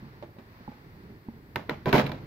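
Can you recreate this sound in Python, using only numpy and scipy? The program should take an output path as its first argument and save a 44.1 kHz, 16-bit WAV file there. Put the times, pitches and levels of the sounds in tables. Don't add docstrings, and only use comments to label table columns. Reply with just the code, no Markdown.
import sys
import numpy as np
from scipy import signal
from scipy.fft import rfft, irfft, next_fast_len
from scipy.io import wavfile
from scipy.ndimage import map_coordinates

SR = 44100
rng = np.random.default_rng(int(sys.argv[2]) if len(sys.argv) > 2 else 0)


def field_ratio(decibels):
    return 10 ** (np.asarray(decibels, dtype=float) / 20)


def to_wav(s):
    ch = np.atleast_2d(s).T
    pcm = np.round(np.clip(ch, -1, 1) * 32767)
    wavfile.write(sys.argv[1], SR, pcm.astype(np.int16))


N = 99665

# (f/Hz, level/dB, t60/s)
BED_MODES = [(96.6, -4, 0.19), (213, 4, 0.11), (273.5, 7, 0.058), (328, -4.5, 0.11), (396, 4, 0.089),
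             (480, -2, 0.093), (612, -1, 0.17), (674, 5, 0.045), (845, -1, 0.1), (938, 0, 0.075),
             (988, -2, 0.12), (1150, -21, 0.028), (1510, -1, 0.042), (2304, -3.5, 0.05)]
# (t/s, crack level/dB, bed level/dB, ring length factor)
BED_HITS = [(1.858, -27.5, -11.5, 0.58), (1.8922, -29.5, -23, 0.76), (1.928, -17.5, -6, 1),
            (1.9428, -20.5, -7.5, 0.81), (1.9533, -22, -19.5, 0.9), (1.965, -25, -15, 1),
            (1.9805, -19, -15.5, 0.84), (1.9969, -25, -33, 0.41), (2.0135, -32.5, -32, 0.29),
            (2.0642, -30, -37, 1), (2.0669, -26, -50, 0.39), (2.075, -35.5, -28, 0.6),
            (2.094, -35, -19.5, 0.45), (2.1172, -30.5, -19.5, 0.35), (2.1186, -29.5, -31.5, 0.71),
            (2.146, -48, -52, .5)]
# (t/s, level/dB)
BED_PUSHES = [
    (1.690, -23.5),
    (1.708, -24.5),
    (1.566, -28),
    (1.869, -16),
    (2.050, -24.5),
    (2.137, -34.5),
]


def falling_bed():
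    out = np.zeros((2, N))
    for s, click_db, bed_db, stretch in BED_HITS:
        click = burst(click_db - 3.5, click_db - 11.5, stretch)
        clunk = field_ratio(bed_db - 1) * ring(BED_MODES, stretch, rise_s=0.0021, scatter_db=2)
        add(out, s, roomy(click + clunk))
    for s, db in BED_PUSHES:
        add(out, s, roomy(field_ratio(db) * ring(BED_MODES, 0.97, rise_s=0.0022, scatter_db=2)))
    return out


# (t/s, level/dB, t60/s)
TABLE_BOOMS = [
    (0.028, -39, 0.35),
    (.244, -42.5, 0.2),
    (1.566, -25, 0.074),
    (1.709, -33.5, 0.24),
    (1.865, -23, 0.33),
    (1.933, -22, 0.14),
    (1.947, -16, 0.071),
    (1.982, -26.5, 0.45),
    (2.041, -24, 0.12),
    (2.069, -31.5, 0.44),
]


def table_booms():
    out = np.zeros((2, N))
    boom_hz = 141.8
    for s, db, t60 in TABLE_BOOMS:
        modes = [(boom_hz, 0, t60), (boom_hz * 1.1, -7, t60)]
        add(out, s, roomy(field_ratio(db) * ring(modes, 1.0, rise_s=0.0023, scatter_db=0)))
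    return out


RATTLE_TIMES = [1.857, 1.859, 1.9, 1.926, 1.929, 1.96, 2.018, 2.03, 2.2]
RATTLE_LEVELS = [-70, -32, -31, -40, -19, -21, -24, -36, -58]
# (f/Hz, level/dB per Hz)
HOOK_COLOUR = [(5000, -20), (7400, -7), (8000, -30), (9000, -30), (9600, -7), (12000, 0), (15700, -3),
               (16100, -40)]


def needle_rattle():
    per_s, scatter_db, hooks_db, hooks_grow = 4600, 2.5, -47, 1.3
    struck = rng.random((2, N)) < per_s / SR
    strength = field_ratio(scatter_db * rng.exponential(size=(2, N)).clip(0, 3))
    jostle = struck * rng.standard_normal((2, N)) * strength
    level_db = np.interp(np.arange(N) / SR, RATTLE_TIMES, RATTLE_LEVELS, left=-120) - 0.5
    level_db = level_db + 2.3 * wobble(70)
    hook_level = field_ratio(hooks_db + hooks_grow * (level_db - max(RATTLE_LEVELS)))
    hooks = causal(rng.standard_normal((2, N)) * hook_level, closed(HOOK_COLOUR))
    return hooks + roomy(causal(unit(jostle) * field_ratio(level_db), CLATTER_COLOUR))[:, :N]


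# (f/Hz, level/dB per Hz)
CRACK_COLOUR = [(500, -14.5), (1290, -8), (2200, -3), (3100, -10), (4000, -9), (8500, -44), (12500, -20),
                (16700, -44)]
# (f/Hz, level/dB per Hz)
CLATTER_COLOUR = [(120, -24), (200, -7.5), (538, -10), (2200, -21.5), (4860, -35.5), (8500, -50.5),
                  (11700, -61), (15700, -49), (16100, -84)]


def burst(crack_db, shake_db, stretch):
    crack_t60, shake_t60, grain_db = 0.016, 0.21, 1.5
    t = np.arange(SR // 3) / SR
    grain = field_ratio(grain_db * np.repeat(rng.standard_normal(len(t) // 64 + 1), 64)[:len(t)])
    crack, shake = rng.standard_normal((2, 2, len(t)))
    crack = crack * field_ratio(crack_db - 60 * t / crack_t60)
    shake = shake * grain * field_ratio(shake_db - 60 * t / (shake_t60 * stretch))
    return causal(crack, CRACK_COLOUR) + causal(shake, CLATTER_COLOUR)


# (t/s, ring level/dB, crack level/dB, shake level/dB)
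STEEL_SNAPS = [
    (1.5587, -8.5, -23, -33),
    (1.6946, -13, -27, -32),
    (1.9285, -9.5, -21, -40),
]
# (f/Hz, level/dB, t60/s)
STEEL_MODES = [
    [(930, -8, .03), (1330, -3, .014), (1520, -1, .016), (1820, 0, .018), (2050, -1, .016),
     (2300, -8, .012), (3550, -19, .014), (4700, -22, .012), (7200, -30, .006), (10000, -21, .008)],
    [(440, -2, .025), (640, -9, .02), (900, -6, .025), (1400, 0, .016), (1810, -5, .02), (2120, -5, .02),
     (2600, -10, .012), (3600, -9, .013), (4080, -11, .013), (12000, -20, .008)],
    [(610, -4, .04), (980, 0, .035), (1200, -5, .025), (1480, 0, .03), (1750, -4, .022), (2100, -6, .02),
     (2700, -9, .016), (3800, -13, .014)],
]


def latches():
    out = np.zeros((2, N))
    for (s, ring_db, crack_db, shake_db), modes in zip(STEEL_SNAPS, STEEL_MODES):
        steel = field_ratio(ring_db) * ring(modes, 1, rise_s=.0008, scatter_db=1)
        add(out, s, roomy(steel + burst(crack_db, shake_db, 0.98)))
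    return out


# (t/s, level/dB)
METAL_TICKS = [
    (.226, -44),
    (.385, -49),
    (.391, -52),
    (.690, -55),
    (.714, -53),
]


def ticks():
    out = np.zeros((2, N))
    for s, db in METAL_TICKS:
        add(out, s, roomy(burst(db - 9, db - 0.5, 0.72)))
    return out


# (f/Hz, level/dB, t60/s)
CASE_MODES = [(121, -14, 0.062), (154, -6.5, 0.15), (223.6, 0.5, 0.15), (255, -2, 0.1), (330, -4, 0.042)]
# (f/Hz, level/dB, t60/s)
PANEL_MODES = [(330, 0, .06), (440, -3, .06), (590, 1, .07), (690, -4, .05), (830, 3, .07), (900, -1, .05),
               (1030, -3, .045)]
# (t/s, thump level/dB, knock level/dB, brightest panel f/Hz, ring length factor)
HAND_TAPS = [
    (0.025, -36, -45.5, 400, 1.12),
    (.2255, -47, -29.5, 620, 0.91),
    (.234, -49.5, -35, 315, 0.97),
    (.367, -44.5, -39, 480, 0.44),
    (.386, -48, -52, 630, 1.9),
    (0.605, -41, -43, 397, 0.43),
    (.678, -37, -30.5, 830, 0.45),
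    (.684, -31, -55, 900, 0.54),
    (0.717, -41, -39, 436, 0.97),
    (1.2856, -27, -33.5, 670, 0.32),
]


def taps():
    out = np.zeros((2, N))
    db_per_octave = -15
    for s, thump_db, knock_db, panel_hz, stretch in HAND_TAPS:
        panels = [(hz, db + db_per_octave * abs(np.log2(hz / panel_hz)), t60) for hz, db, t60 in PANEL_MODES]
        thump = field_ratio(thump_db) * ring(CASE_MODES, stretch, rise_s=0.0011, scatter_db=2)
        knock = field_ratio(knock_db) * ring(panels, stretch, rise_s=.0008, scatter_db=2)
        add(out, s, roomy(thump + knock))
    return out


# (t/s, level/dB)
HAND_STIR = [(0, 4), (.15, 3), (0.302, -2), (.55, 0), (.75, 3), (.9, 2), (1.1, 5), (1.2, -0.5), (2.26, 6.5)]
# (f/Hz, level/dB per Hz)
RUMBLE_COLOUR = [(12, -54), (20, -14), (70, -2.5), (114, 0.5), (192, -5.5), (409, -10.5), (600, -27),
                 (780, -62), (1320, -120)]
# (f/Hz, level/dB per Hz)
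AIR_COLOUR = [(300, -11.5), (450, -10.5), (950, -8.5), (1420, -10), (1900, -9.5), (3100, -22), (4500, -20),
              (6200, -31.5)]
# (f/Hz, level/dB per Hz)
FIZZ_COLOUR = [(5500, -28), (7000, -4.5), (9300, -6.5), (11000, -3), (14500, 2.5), (15700, 0)]


def background():
    top_hz, whine_hz, whine_width_hz = 15800, 14280, 78
    stir_db = np.interp(np.arange(N) / SR, *np.transpose(HAND_STIR))

    rumble = noise(lambda hz: field_ratio(along(RUMBLE_COLOUR, hz)))
    rumble = rumble * field_ratio(-53 + stir_db + 1.5 * wobble(8.63) + 1.5 * wobble(28.84))

    air = noise(lambda hz: field_ratio(along(closed(AIR_COLOUR), hz)))
    air = air * field_ratio(-59.5 + 0.51 * stir_db + wobble(5.2))

    fizz = noise(lambda hz: field_ratio(along(closed(FIZZ_COLOUR), hz)) * (hz < top_hz))
    fizz = fizz * field_ratio(-74.5 + 0.47 * wobble(4.0))

    whine = noise(lambda hz: 1 / (1 + ((hz - whine_hz) / whine_width_hz) ** 2) * (hz < top_hz))
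    return rumble + air + fizz + whine * field_ratio(-78)


def noise(response):
    return unit(filtered(rng.standard_normal((2, N)), response))


def unit(x):
    return x / np.sqrt(np.mean(x ** 2) + 1e-20)


def along(points, hz):
    f, v = np.transpose(points)
    return np.interp(np.log(hz + 1), np.log(f + 1), v)


def closed(points):
    return [(points[0][0] / 2, -90)] + points + [(points[-1][0] * 2.0, -90)]


def wobble(rate):
    return map_coordinates(rng.standard_normal(N // 100), [np.arange(N) * rate / SR])


def filtered(x, response):
    m = next_fast_len(x.shape[-1] + 8192)
    spectrum = rfft(x, m) * response(np.fft.rfftfreq(m, 1 / SR))
    return irfft(spectrum, m)[..., :x.shape[-1]]


def causal(x, spectrum):
    cepstrum = irfft(np.log(field_ratio(along(spectrum, np.fft.rfftfreq(2048, 1 / SR))) + 1e-6))
    cepstrum[1:1024] *= 2
    cepstrum[1025:] = 0
    h = irfft(np.exp(rfft(cepstrum)))
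    return signal.fftconvolve(x, h[None] / np.linalg.norm(h), axes=1)[:, :x.shape[1]]


def ring(modes, stretch, rise_s, scatter_db):
    detune, phase_scatter, stray_db = .012, .4, -9
    t = np.arange(SR // 3) / SR
    hz, db, t60 = np.transpose(modes)[:, :, None]
    level_draw, pitch_draw, phase_draw = rng.standard_normal((3, 2, len(modes), 1))
    decay = field_ratio(db + scatter_db * level_draw - 60 * t / (t60 * stretch))
    phase = np.reshape([phase_scatter, 2 * np.pi], (2, 1, 1)) * phase_draw
    waves = decay * np.sin(2 * np.pi * hz * (1 + detune * pitch_draw) * t + phase)
    strike = waves.sum(1) / np.linalg.norm(field_ratio(db)) * (1 - np.exp(-t / rise_s))
    return field_ratio([[0], [stray_db]]) * strike


def add(track, s, sound):
    part = track[:, round(s * SR):][:, :sound.shape[1]]
    part += sound[:, :part.shape[1]]


# (f/Hz, t60/s)
ROOM_DECAY = [(120, 0.49), (1000, 0.29), (10000, 0.35)]


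def roomy(sound):
    delay_s, room_db = .004, -12.5
    hz, t, z = signal.stft(rng.standard_normal((2, SR // 2)), SR, nperseg=256)
    z = z * field_ratio(-60 * t / along(ROOM_DECAY, hz)[:, None])
    tail = signal.istft(z, SR, nperseg=256)[1]
    tail = tail / np.linalg.norm(tail, axis=1, keepdims=True)
    delayed = np.pad(sound[:1], ((0, 0), (round(delay_s * SR), 0)))
    wet = signal.fftconvolve(delayed, tail, axes=1) * field_ratio(room_db)
    wet[:, :sound.shape[1]] += sound
    return wet


def ports(pair, alike, lean, lead):
    def share(hz):
        turn = np.arccos(np.clip(along(alike, hz), -1, 1)) / 2
        return [np.cos(turn), np.sin(turn)]

    def tilt(hz):
        level = field_ratio(np.outer([.5, -.5], along(lean, hz)))
        return level * np.exp(1j * np.outer([.5, -.5], along(lead, hz)))

    mid, side = filtered(pair, share)
    return filtered(np.array([mid + side, mid - side]), tilt)


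# (f/Hz, likeness)
MACHINE_ALIKE = [(100, 0.95), (300, 1), (600, 0.42), (1200, 0.27), (2500, 0.25), (5000, 0.1), (12000, 0.12)]
# (f/Hz, level/dB)
MACHINE_LEAN = [(100, -.5), (550, -4.5), (900, -4.5), (1300, 0), (2000, 2), (4300, -8), (8000, -1),
                (13000, -3.5)]
# (f/Hz, phase/rad)
MACHINE_LEAD = [(60, -.2), (300, -.2), (900, .4), (1300, .8), (2000, -.1), (2800, -1.2), (4300, -.2),
                (9000, 2.6)]
# (f/Hz, likeness)
HAND_ALIKE = [(100, 0.99), (300, 0.99), (600, 0.87), (900, 0.42), (1300, 0.56), (2000, 0.24), (5000, 0.25),
              (12000, 0.063)]
# (f/Hz, level/dB)
HAND_LEAN = [(100, 0), (300, -2), (550, -5), (900, -7), (1300, -1.5), (2000, 4), (4300, -1.5), (13000, 2)]
# (f/Hz, phase/rad)
HAND_LEAD = [(60, -.25), (300, -.35), (550, -.8), (900, -1), (1300, -3), (2000, -2.3), (4300, -1.8),
             (13000, -2.8)]


def scene():
    notch_hz, notch_width_hz, notch_db = 8600, 500, -12
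    metal = falling_bed() + table_booms() + needle_rattle() + latches() + ticks()
    metal = filtered(metal, lambda hz: field_ratio(notch_db * np.exp(-((hz - notch_hz) / notch_width_hz) ** 2)))
    machine = ports(metal, MACHINE_ALIKE, MACHINE_LEAN, MACHINE_LEAD)
    return machine + ports(taps() + background(), HAND_ALIKE, HAND_LEAN, HAND_LEAD)


def band_limit(x):
    return signal.sosfilt(signal.butter(12, 16820, fs=SR, output="sos"), x)


def record(dry):
    top_hz = 16750
    mix = filtered(dry, lambda hz: hz < top_hz)
    return band_limit(mix)


dry = scene()
out = record(dry)
to_wav(out)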